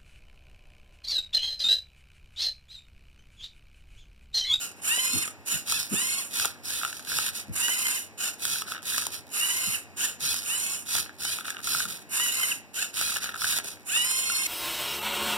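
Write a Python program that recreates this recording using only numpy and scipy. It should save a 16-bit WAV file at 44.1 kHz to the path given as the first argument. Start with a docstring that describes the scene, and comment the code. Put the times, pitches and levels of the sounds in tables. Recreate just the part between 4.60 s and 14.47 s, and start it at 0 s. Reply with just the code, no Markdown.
"""On a table in a quiet room, a toy-brick robot works a puzzle cube close to a pair of microphones.
Two geared motors take turns: one spins the turntable, the other lifts the arm and flips the cube.
Periodic meshing of their plastic teeth makes a whine, uneven impacts make a rattle, and the housings
filter both. Blows excite the cube's damped modes as it clacks in its cradle; the frame thuds dully
and the room hums behind."""
import sys
import numpy as np
from scipy import signal
from scipy.fft import rfft, irfft, next_fast_len
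from scipy.io import wavfile
from scipy.ndimage import uniform_filter1d

SR = 44100
rng = np.random.default_rng(int(sys.argv[2]) if len(sys.argv) > 2 else 0)


def master(y):
    """Save y as 16-bit WAV."""
    cut = np.clip(np.atleast_2d(y).T, -1, 1)
    pcm = np.round(cut * 32767)  # scale
    wavfile.write(sys.argv[1], SR, pcm.astype(np.int16))


N = 435266
TIME = np.arange(N) / SR
FFT_SIZE = next_fast_len(N + SR // 2)
BINS = np.fft.rfftfreq(FFT_SIZE, 1 / SR)

# Turntable moves. Each row: start, drive time and braking time in seconds, level and relative whine
# in dB, free-running tooth rate in Hz, share of free spin, share of twisting the held cube.
TURNTABLE_MOVES = [(-.005, 0.042, 0.15, -34.5, -24, 852.5, 0.01, 0.06),
                   (.15, 0.058, 0.062, -57, 14, 862.3, 0.02, 0),
                   (.207, 0.42, 0.15, -29.5, 4.5, 1076, 0.86, 0.02),
                   (.848, .11, 0.14, -31.5, -6, 1068, 0, 0.56),
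                   (1.278, 0.32, 0.2, -31, 4.5, 1117, 0.97, 0.01),
                   (2.916, 0.45, 0.17, -29, -4, 1055, 0.05, 0.98),
                   (3.57, 0.11, 0.14, -32.5, -2, 1068, 0, 0.01),
                   (4.7, .438, .165, -29.5, -3.5, 1065, 0.02, 0.96),
                   (5.358, .1, .165, -31, .5, 1055, 0.05, 0), (5.815, 0.32, 0.23, -31.5, 1, 1129, 0.86, 0),
                   (7.485, .422, .15, -29.5, -2.5, 1068, 0, 0.98),
                   (8.129, 0.097, 0.15, -33, 3.5, 1062, 0.02, 0.01),
                   (9.243, 0.7, .15, -30, 7, 1074, 1, 0.01)]
# Arm strokes; tipping the cube takes a push and a pull, each with a nudge after it. Each row: start,
# drive time and braking time in seconds, level and relative whine in dB, free-running tooth rate
# in Hz, level of the cube's jiggling in dB.
ARM_STROKES = [(1.044, 0.12, 0.26, -26, -11.5, 971, -55), (1.69, 0.15, 0.16, -28.5, -8.5, 932, -50),
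               (2.019, 0.15, 0.59, -31.5, -11, 960.4, -52), (2.443, 0.22, .2, -29, -9, 930, -42),
               (2.708, 0.072, 0.11, -31.5, -10, 948, -50), (3.775, 0.17, 0.28, -28.5, -15, 902.5, -57),
               (4.04, 0.079, 0.12, -35.5, -3, 927, -39.5), (4.222, 0.16, .3, -28, -26, 975.4, -50),
               (4.493, 0.043, 0.13, -32.5, -5, 933.5, -56), (5.586, .13, .27, -24, -13.5, 937.5, -64),
               (6.25, .12, 0.17, -25.5, -29, 936, -41), (6.571, .16, 0.2, -30, -7.5, 875.5, -51.5),
               (6.83, .04, .18, -36.5, 1, 923, -37.5), (7.012, 0.19, 0.2, -27.5, -28, 963, -57),
               (7.269, 0.023, 0.23, -33, -14, 950, -52.5), (8.322, 0.16, 0.36, -26, -9.5, 873, -40),
               (8.588, 0.045, 0.18, -34.5, 6, 926.5, -37.5), (8.76, 0.22, 0.072, -28, -27, 970.5, -40),
               (9.022, 0.04, 0.18, -33.5, -10, 975, -54)]
# Envelope settings of each motor's moves.
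TURNTABLE_ENVELOPE = dict(rise_s=.03, rise_share=.16, surge_db=2.5, surge_s=.08, fade=2.7)
ARM_ENVELOPE = dict(rise_s=.036, rise_share=.48, surge_db=2.2, surge_s=.07, fade=2.84)
# Relative levels in dB of successive harmonics of the tooth rate.
TURNTABLE_HARMONICS = [-14, -10.3, -12, -9.5, -14.5]
ARM_HARMONICS = [-22, -10, -6, -5, -7.5, -12, -14, -12, -17, -17, -14, -12, -15]
# The turntable's second pair of wheels. Each row: multiple of the tooth rate, relative level in dB.
SECOND_MESH = [(2.4, -18), (2.6, -24), (3.4, -21), (5.4, -21)]
# Gears sing until the load catches them. Each row: peak time and half-length in seconds, swell in dB,
# share of speed lost.
TURNTABLE_SQUEALS = [(.325, 0.056, 10, 0), (.395, 0.017, 13.5, 0), (.652, .03, 9, 0.03),
                     (1.385, 0.041, 4.5, 0), (3.052, 0.047, 14, 0.01), (3.117, 0.028, 16, 0.04),
                     (3.262, 0.023, 19, 0), (3.378, 0.027, 10, 0), (4.838, 0.049, 13.5, 0.04),
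                     (4.903, 0.028, 11, .06), (5.152, 0.033, 15, 0.03), (5.93, 0.052, 10.5, 0.03),
                     (7.625, .055, 10.5, 0.05), (7.694, 0.021, 11.5, 0.11), (7.835, 0.023, 20, 0.06),
                     (7.922, 0.027, 20, 0), (9.365, 0.053, 9, 0.03), (9.42, .03, 8, .01)]
ARM_CHIRPS = [(1.163, .04, 10, 0.01), (5.688, .028, 8.5, 0.01), (5.724, .024, 7.5, 0.11),
              (6.69, .045, 4, 0), (8.465, .04, 4, .02)]
# Broad responses of the gear housings. Each row: frequency in Hz, relative gain in dB.
TURNTABLE_RESPONSE = [(80, -8), (600, -18), (1150, -14), (2300, -6), (3300, -11), (4000, -0.5),
                      (4700, -2.5), (6300, -2.5), (8200, -3), (10500, 3.5), (12300, 1.5), (13300, -6),
                      (15700, -10)]
ARM_RESPONSE = [(80, -11), (600, -20), (1000, -9), (1500, -7), (3000, -2), (4600, -4), (6500, 2.5),
                (7900, 0.5), (10600, 3), (12000, 2.5), (14000, -8.5), (15700, -6)]
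# Resonances and gaps. Each row: centre and width in Hz, gain in dB.
TURNTABLE_RESONANCES = [(1460, 600, 13.2), (2765, 670, 14.8), (3610, 100, 8.8), (6980, 2750, 9.6),
                        (9060, 350, 6.3)]
SPIN_RESONANCES = [(1550, 500, -5), (2800, 400, -4), (3950, 500, -5), (4850, 400, -5), (5650, 300, -3),
                   (7500, 300, 5), (8050, 300, -3), (9550, 450, 9), (10720, 500, 5.5)]  # while the cube spins freely
TWIST_RESONANCES = [(1050, 90, 4), (1450, 300, -3), (2060, 200, 9), (2800, 260, 1), (3330, 200, -4),
                    (8700, 250, 4), (9970, 280, 12), (12350, 700, 6)]  # while one layer is twisted against the arm
ARM_RESONANCES = [(1420, 300, 7), (2540, 300, 7), (3830, 300, 4), (4300, 1350, 8.2), (5550, 700, 2),
                  (9000, 900, 4), (10550, 400, 2.5), (11450, 450, 2), (12400, 900, -1)]
FRAME_RESONANCES = [(85.6, 40, 17.5), (148, 19, 16), (258, 22, 2.5)]  # the whole frame on the table
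# Room noise. Each row: frequency in Hz, relative spectral density in dB.
ROOM_SPECTRUM = [(20, -46), (50, -13), (90, 10), (150, -0.5), (260, 1.5), (500, -3.5), (800, -2.5),
                 (1300, -12), (2400, -5), (3300, -21.5), (4000, -16), (8000, -21.5), (11000, -24),
                 (15700, -32)]
# Electronic whistles. Each row: frequency in Hz, level in dB.
WHISTLE_TONES = [(13220, -74), (14480, -74)]
# Thuds of the frame. Each row: start in seconds, level in dB, length in seconds, pitch in Hz.
FRAME_THUDS = [(0.371, -44.5, 0.019, 560), (0.522, -36, 0.08, 197), (.91, -42, 0.076, 130.4),
               (1.075, -57, 0.035, 120.6), (1.305, -33.5, 0.061, 223), (1.312, -47, 0.0693, 90.1),
               (1.827, -43.5, 0.051, 898), (2.873, -42.5, 0.046, 169.1), (2.869, -38, 0.076, 85),
               (3.083, -49, 0.029, 811), (5.051, -43, 0.066, 106), (7.191, -52, 0.18, 148.3),
               (9.035, -49, 0.027, 560)]
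# Plastic clacks. Each row: start in seconds, level in dB, crack against ring in dB, pitch in Hz.
CUBE_CLACKS = [(.677, -26, -4, 1287), (1.081, -34, -2, 1360), (1.122, -27.5, 9.5, 1280),
               (1.798, -23, 2.5, 1360), (1.815, -30, -3, 1370), (1.847, -20.5, -7, 1366),
               (1.855, -26.5, 11.5, 1310), (2.104, -28, 4, 1503), (2.214, -28, -16, 1370),
               (2.233, -17.5, -14, 1412), (2.249, -18.5, -6, 1410), (2.263, -36, -3, 1330),
               (2.277, -39, -2, 1392), (2.328, -29, -2, 1450), (2.394, -39, 3, 1410),
               (2.586, -18, -2.5, 1460), (3.082, -19, -4, 1670), (3.089, -29, -10, 1042),
               (3.268, -32.5, 13, 1298), (3.852, -27.5, 9, 1446), (3.957, -27, -12, 1470),
               (4.02, -25, -1, 1417), (4.12, -22, -9, 1346), (4.229, -46, 11, 1398),
               (4.344, -24, -19, 1639), (4.38, -24.5, 8, 1328), (4.42, -26, -11, 1380),
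               (4.467, -34, 14.5, 1408), (5.742, -38, 15, 1250), (6.351, -23, 3.5, 1397),
               (6.383, -32, 13.5, 1412), (6.65, -30.5, 5, 1358), (6.786, -23.5, -23, 1377),
               (6.807, -29, -18, 1360), (6.846, -34, -15, 1388), (6.878, -42, -18, 1510),
               (6.904, -27.5, 4, 1650), (6.946, -34, -9, 1500), (6.963, -38, -14, 1480),
               (6.99, -32, -13, 1406), (7.073, -23.5, 0, 1320), (7.148, -18.5, -4, 1370),
               (7.203, -22.5, -9, 1377), (7.253, -26, -2, 1405), (7.597, -28, 0, 1350),
               (7.661, -28.5, -8, 1324), (7.802, -30, -3, 1332), (7.832, -28, 5, 1391),
               (8.412, -28, 6.5, 1405), (8.492, -33, -17, 1360), (8.52, -32, -12, 1310),
               (8.561, -20.5, -13, 1470), (8.568, -27.5, 6.5, 1750), (8.642, -27, 2, 1480),
               (8.661, -27, -16, 1460), (8.743, -25, -11, 1370), (8.759, -27, -11, 1449),
               (8.818, -23, -9, 1333), (8.843, -17, -18, 1557), (8.925, -30.5, 11.5, 1334),
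               (8.942, -27, -12, 1415), (8.966, -32.5, 6, 1454), (8.986, -32.5, 12.5, 1449),
               (9.362, -24, -11, 1346), (9.698, -23.5, -4.5, 1390), (9.742, -32, -19, 1405)]
# The cube in its cradle. Each row: nominal frequency in Hz, relative level in dB, t60 in seconds.
CRADLED_MODES = [(730, -20, .022), (860, -16, .028), (1300, -5, .022), (1420, 0, .022), (1550, -2, .02),
                 (1690, -9, .014), (2250, -6, .011), (2750, -5, .013), (3600, -5, .013), (5400, -10, .009)]
# Runs of ticks in the arm's gears. Each row: start and length in seconds, level in dB.
TICK_RUNS = [(1.952, .06, -55), (2.449, .01, -34), (2.871, .03, -48), (4.222, .022, -40),
             (4.668, .035, -45), (6.53, .035, -51.5), (6.981, .05, -41), (8.754, .025, -33),
             (9.196, .045, -51)]
# Reverberation of the room. Each row: frequency in Hz, t60 in seconds.
ROOM_DECAY = [(200, 0.45), (1500, 0.38), (6000, 0.3), (15000, 0.0047)]
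# Likeness of the two microphones at its best. Each row: frequency in Hz, coherence from 0 to 1.
COHERENCE = [(50, .95), (300, .8), (1000, .99), (2150, .995), (4400, .985), (6450, .97), (7500, .88),
             (9000, .62), (12000, .55), (16000, .35)]
# Lead of the left port beyond the regular comb. Each row: frequency in Hz, phase in radians.
LEFT_LEAD = [(130, -2.8), (230, -.2), (700, 0), (1100, 0), (1600, .8), (1850, .7), (2100, 0), (3700, 0),
             (4400, .25), (5200, 0), (7700, 0), (8100, -1.3), (9000, -1.6), (9400, 0)]
# Balance of each source. Each row: frequency in Hz, left minus right in dB.
TURNTABLE_BALANCE = [(2500, .7), (2950, -2.5), (4200, .5), (4800, -1.5), (6000, 0), (7500, -2), (8700, 5),
                     (9300, -8), (10000, -9), (11000, -5.5), (12400, -6), (12900, 0), (14200, -5),
                     (15500, -2)]
ARM_BALANCE = [(1500, 0), (2950, -4), (3600, 3), (4700, -2.5), (6500, -.5), (8300, 0), (8800, -5.5),
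               (9400, -.5), (11400, -7), (13000, -7), (14000, -1)]
ROOM_BALANCE = [(1000, 0.5), (8000, -1.5), (11000, -1), (14000, -3)]


def amp(db):
    """Amplitude grows tenfold with every 20 dB."""
    return 10 ** (np.asarray(db) / 20)


def unit(x):
    """Normalisation to an rms of 1."""
    return x / np.sqrt(np.mean(x ** 2) + 1e-20)


def curve(points, hz=BINS):
    """Interpolation on a logarithmic frequency axis."""
    knots_hz, values = np.transpose(points)
    return np.interp(np.log(hz + 1), np.log(knots_hz + 1), values)


def filtered(x, gain):
    """Linear filtering: the spectrum is multiplied by a gain at each frequency."""
    return irfft(rfft(x, FFT_SIZE) * gain, FFT_SIZE)[..., :N]


def add(mix, start_s, sound):
    """Superposition: a sound sums into the mix from its start time."""
    part = mix[max(round(start_s * SR), 0):][:len(sound)]
    part += sound[:len(part)]


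def drift(hz):
    """Random fluctuation of rms 1, lying mostly below hz."""
    points = rng.standard_normal(30000)
    return unit(np.interp(2 * hz * TIME, np.arange(len(points)), points))


def held(moves, column):
    """Sample and hold: a move's value lasts until the next move starts."""
    rows = np.array(moves)
    index = np.maximum(np.searchsorted(rows[:, 0], TIME) - 1, 0)
    return rows[index, column]


def motion(moves, inertia_s):
    """Inertia: speed nears its free value exponentially, then brakes; the whine's gain follows it."""
    start, driven, brake, _, whine_db = (held(moves, column) for column in range(5))
    age = np.maximum(TIME - start, 0)
    braking = np.clip((driven + brake - age) / brake, 0, 1) ** 1.7
    speed = (1 - .8 * np.exp(-age / inertia_s) - .2 * np.exp(-age / inertia_s / 3.2)) * braking
    return speed, amp(whine_db) * speed * braking


def envelope(moves, column, rise_s, rise_share, surge_db, surge_s, fade, reverse_s=.027):
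    """Moves add in power: each rises, surges under acceleration, fades, and stops dead for the next."""
    power = np.zeros(N)
    next_starts = [row[0] for row in moves[1:]] + [np.inf]
    for row, next_start in zip(moves, next_starts):
        start, driven, brake = row[:3]
        t = np.arange(0, driven + brake, 1 / SR)
        rise = (1 - np.exp(-t / min(rise_s, rise_share * driven))) ** 2
        surge = amp(surge_db * (t / surge_s * np.exp(1 - t / surge_s)) ** 2)
        stop = np.clip((next_start - start - t) / reverse_s + .67, 0, 1)
        braking = np.clip((driven + brake - t) / brake, 0, 1) ** fade
        gain = amp(row[column]) * rise * surge * stop * braking
        add(power, start, gain[max(round(-start * SR), 0):] ** 2)
    return np.sqrt(power)


def diffuse_tail(t60, samples):
    """Diffuse decay of unit energy: dense echoes of random sign, each band dying at its own rate."""
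    hz, t, spectrum = signal.stft(rng.choice([-1., 1.], samples), SR, nperseg=128)
    tail = signal.istft(spectrum * amp(-60 * t / curve(t60, hz)[:, None]), SR, nperseg=128)[1]
    return tail / np.linalg.norm(tail)


def gear_rattle(tooth_hz, waver, jitter, uneven_db, throb, flutter_db, wander_db):
    """Impact and friction of meshing teeth make noise; returns it with the running count of teeth."""
    rate = np.maximum(tooth_hz, 250) * (1 + waver * drift(30) + jitter * drift(250))
    teeth = np.cumsum(rate) / SR
    contacts = np.diff(np.floor(teeth + .15 * drift(500)), prepend=0) > 0
    signs = rng.choice([-1., 1.], N)
    force = amp(uneven_db * np.clip(rng.standard_normal(N), -2, 2))
    strikes = unit(contacts * signs * force / np.sqrt(rate))
    # As the wheels turn, the blows reach different beams, each with its own short ring.
    beam = np.floor(teeth / 40 + 2 * rng.random(N)) % 8
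    rings = [diffuse_tail([(1000, .019), (12000, .012)], samples=800) for _ in range(8)]
    rattle = sum(signal.oaconvolve(strikes * (beam == k), ring)[:N] for k, ring in enumerate(rings))
    # A slower wheel makes the rubbing pulse at a third of the tooth rate.
    rub = rng.standard_normal(N) * (1 + throb * np.cos(2 * np.pi * teeth / 3))
    flutter = amp(flutter_db * drift(70) + wander_db * drift(20))
    return unit(rattle + rub / 2) * flutter, teeth


def gear_whine(teeth, harmonics, slip_rad, extra_partials=(), squeal_db=0, flicker_db=3.5):
    """Periodic meshing makes wavering tones; a squeal steadies them and lifts harmonics 2 and 3."""
    looseness, lift = amp(-squeal_db / 2), {2: .6, 3: 1}
    out = np.zeros(N)
    for order, db in [*enumerate(harmonics, 1), *extra_partials]:
        gain = amp(db + squeal_db * lift.get(order, 0) + looseness * flicker_db * drift(55))
        slip = looseness * slip_rad * np.sqrt(order) * drift(110)
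        out += gain * np.sin(2 * np.pi * order * teeth + slip)
    return out


def squeals(rows):
    """Loading of the gears: a tone swells, then the speed sags, most as the swell dies away."""
    swell_db, sag = np.zeros(N), np.zeros(N)
    for peak_s, half_s, db, loss in rows:
        window = np.hanning(int(2 * half_s * SR))
        add(swell_db, peak_s - half_s, db * window ** .7)
        add(sag, peak_s, loss * window)
    return swell_db, sag


def squeaks(range_hz=(2650, 3250), per_s=30, length_s=.028, fall=.07):
    """Stick-slip friction between the cube's twisted layers gives short, falling squeaks."""
    out, progress = np.zeros(N), np.linspace(0, 1, int(length_s * SR))
    window = np.sin(np.pi * progress) ** 2
    for when, pitch, strength in rng.random((int(per_s * N / SR), 3)):
        hz = np.interp(pitch, [0, 1], range_hz) * (1 - fall * (progress - .5))
        add(out, when * N / SR, 2 * strength * window * np.sin(2 * np.pi * np.cumsum(hz) / SR))
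    return amp(-20) * out


def housing(drive, response, resonances):
    """Forced vibration: the plastic frame's resonances colour what the gears feed into it."""
    peaks_db = sum(db / (1 + (2 * (BINS - hz) / width) ** 2) for hz, width, db in resonances)
    return filtered(drive, unit(amp(curve(response) + peaks_db)))


def turntable():
    """Source and filter: gear noise meets resonances that change as the cube is spun or twisted."""
    spin, twist = (np.clip(uniform_filter1d(held(TURNTABLE_MOVES, column), size=800), 0, 1)
                   for column in (6, 7))
    speed, whine_gain = motion(TURNTABLE_MOVES, inertia_s=.037 + .007 * spin)  # the cube adds inertia
    squeal_db, sag = squeals(TURNTABLE_SQUEALS)
    tooth_hz = held(TURNTABLE_MOVES, column=5) * speed * (1 - sag)
    # Twisted layers catch, so the speed falters under that load.
    rattle, teeth = gear_rattle(tooth_hz, waver=.006 + .003 * twist, jitter=.008 + .004 * twist,
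                                uneven_db=2, throb=.16, flutter_db=1.88, wander_db=.5)
    whine = gear_whine(teeth, TURNTABLE_HARMONICS, slip_rad=.22,
                       extra_partials=SECOND_MESH, squeal_db=squeal_db)
    drive = rattle + whine_gain * whine + twist * speed * squeaks() / amp(squeal_db)
    states = [(1 - spin - twist, []), (spin, SPIN_RESONANCES), (twist, TWIST_RESONANCES)]
    radiated = sum(share * housing(drive, TURNTABLE_RESPONSE, TURNTABLE_RESONANCES + extra)
                   for share, extra in states)
    return amp(1) * envelope(TURNTABLE_MOVES, column=3, **TURNTABLE_ENVELOPE) * radiated


def still_room():
    """The noise floor: a broad, slightly wandering spectrum with faint electronic pure tones."""
    wander = amp(.6 * drift(5))
    noise = amp(-51) * unit(filtered(rng.standard_normal(N), amp(curve(ROOM_SPECTRUM))))
    whistles = sum(amp(db) * np.sin(2 * np.pi * hz * TIME) for hz, db in WHISTLE_TONES)
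    return noise * wander + whistles


def thuds():
    """Bumps of the frame: a brief, low band of noise sounds dull and has only a vague pitch."""
    out = np.zeros(N)
    for start, db, length, hz in FRAME_THUDS:
        samples = int(length * SR)
        band = signal.butter(3, [hz / 2.4, hz * 1.45], "band", fs=SR, output="sos")
        bump = signal.sosfilt(band, rng.standard_normal(samples)) * np.hanning(samples)
        add(out, start, amp(db) * unit(bump))
    return out


def cube_ring(t, pitch_hz, low_db, low_edge_hz=1150, nominal_hz=1400, spread_db=3.5, detune=.035):
    """Free vibration: damped modes, varied by chance, at a pitch set by where the blow lands."""
    ring = np.zeros(len(t))
    for hz, db, t60 in CRADLED_MODES:
        level_db = db + low_db * (hz < low_edge_hz) + spread_db * rng.standard_normal()
        mode_hz = hz * pitch_hz / nominal_hz * (1 + detune * rng.standard_normal())
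        ring += amp(level_db - 60 * t / t60) * np.sin(2 * np.pi * (mode_hz * t + rng.random()))
    return ring


def clacks(crack_decay_s=.0015, full_blow_db=-19.5):
    """Impact of plastic on plastic: a broadband crack at contact, then the cube's short ring."""
    rings, cracks, t = np.zeros(N), np.zeros(N), np.arange(3000) / SR
    ring_attack = (1 - np.exp(-t / .0005)) ** 2
    crack_shape = np.exp(-t / crack_decay_s) * (1 - np.exp(-t / .00069))
    for start, db, crack_db, pitch_hz in CUBE_CLACKS:
        low_db = min(.97 * (db - full_blow_db), 2)  # only heavy blows shake the lowest modes
        ring = cube_ring(t, pitch_hz, low_db) * ring_attack
        add(rings, start, amp(db + 2.3) * ring / abs(ring).max())
        add(cracks, start, amp(db + 5.2 + crack_db) * rng.standard_normal(len(t)) * crack_shape)
    colour_db = curve([(100, -9), (800, 2.5), (3000, 2), (8000, 7), (12000, 1), (16000, -5)])
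    return rings + filtered(cracks, amp(colour_db))


def arm():
    """Gear noise in short, rough strokes; where the teeth mesh cleanly, rattle gives way to a chirp."""
    speed, whine_gain = motion(ARM_STROKES, inertia_s=.034)
    swell_db, sag = squeals(ARM_CHIRPS)
    tooth_hz = held(ARM_STROKES, column=5) * speed * (1 - sag)
    roughness = amp(-.7 * swell_db)
    rattle, teeth = gear_rattle(tooth_hz, waver=.014 * roughness, jitter=.012,
                                uneven_db=4, throb=.5, flutter_db=1.5, wander_db=.7)
    whine = whine_gain * amp(swell_db) * gear_whine(teeth, ARM_HARMONICS, slip_rad=.25)
    drive = envelope(ARM_STROKES, column=3, **ARM_ENVELOPE) * (roughness * rattle + whine)
    return amp(-.5) * housing(drive + chatter(), ARM_RESPONSE, ARM_RESONANCES + FRAME_RESONANCES)


def jiggle(per_s=85, uneven_db=6.5, pitches=6):
    """Random impacts: the loose cube rings against its cradle while the arm moves it."""
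    out, t = np.zeros(N), np.arange(3000) / SR
    for _ in range(pitches):
        knocks = rng.random(N) < per_s / pitches / SR
        force = amp(uneven_db * np.clip(rng.standard_normal(N), -2, 1.5))
        ring = cube_ring(t, pitch_hz=rng.uniform(1280, 1580), low_db=-10)
        out += signal.oaconvolve(knocks * force, ring)[:N]
    gain = envelope(ARM_STROKES, column=6, **dict(ARM_ENVELOPE, fade=.94))
    return amp(-.5) * gain * unit(out)


def chatter(gap_s=.0115, decay_s=.003, uneven_db=2):
    """Backlash: the arm's motor hunts between strokes and its slack teeth tap to and fro."""
    out, t = np.zeros(N), np.arange(800) / SR
    for start, length, db in TICK_RUNS:
        for k, (late, strength) in enumerate(rng.uniform(-.67, 1, (8, 2))):
            tick = amp(db + uneven_db * strength) * rng.standard_normal(len(t)) * np.exp(-t / decay_s)
            if k * gap_s < length:
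                add(out, start + (k + late / 10) * gap_s, tick)
    return out


def in_room(x, wet_db):
    """Reverberation: the short tail of a small furnished room follows the direct sound."""
    return x + amp(wet_db) * signal.oaconvolve(x, diffuse_tail(ROOM_DECAY, samples=16000))[:N]


def microphones(source, balance, comb_hz=1078):
    """Partial coherence: two ports fall in and out of phase up the spectrum and share only some sound."""
    half_turns = np.maximum(BINS / comb_hz - 1, 0)
    phase = curve(LEFT_LEAD) - np.pi * half_turns + np.sin(2 * np.pi * half_turns) / 4
    coherence = np.clip(curve(COHERENCE) * (1 - .5 * np.sin(np.pi * half_turns) ** 4), 0, 1)
    # Each call of the source draws fresh noise.
    common = np.sqrt((1 + coherence) / 2) * rfft(source(), FFT_SIZE)
    scattered = np.sqrt((1 - coherence) / 2) * rfft(source(), FFT_SIZE)
    lean = amp(curve(balance) / 2)
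    left = (common + scattered) * lean * np.exp(.5j * phase)
    right = (common - scattered) / lean * np.exp(-.5j * phase)
    rms_gain = np.sqrt((lean ** 2 + lean ** -2) / 2)
    return irfft(np.array([left, right]) / rms_gain, FFT_SIZE)[:, :N]


def scene():
    """Superposition of both motors, the cube and the room at the microphone pair."""
    spinning = microphones(lambda: in_room(turntable(), wet_db=-13), TURNTABLE_BALANCE)
    lifting = microphones(lambda: in_room(arm(), wet_db=-16), ARM_BALANCE)
    knocks_and_room = microphones(
        lambda: in_room(clacks() + jiggle() + thuds(), wet_db=-14) + still_room(), ROOM_BALANCE)
    return spinning + lifting + knocks_and_room


def record(dry):
    """Band limiting: the microphones roll off the bass and the recorder cuts the highest treble."""
    highpass = signal.butter(4, 54, "high", fs=SR, output="sos")
    lowpass = signal.firwin(511, 15850, window=("kaiser", 9), fs=SR)
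    return signal.oaconvolve(signal.sosfilt(highpass, dry), lowpass[None], "same")


dry = scene()
out = record(dry)
master(out)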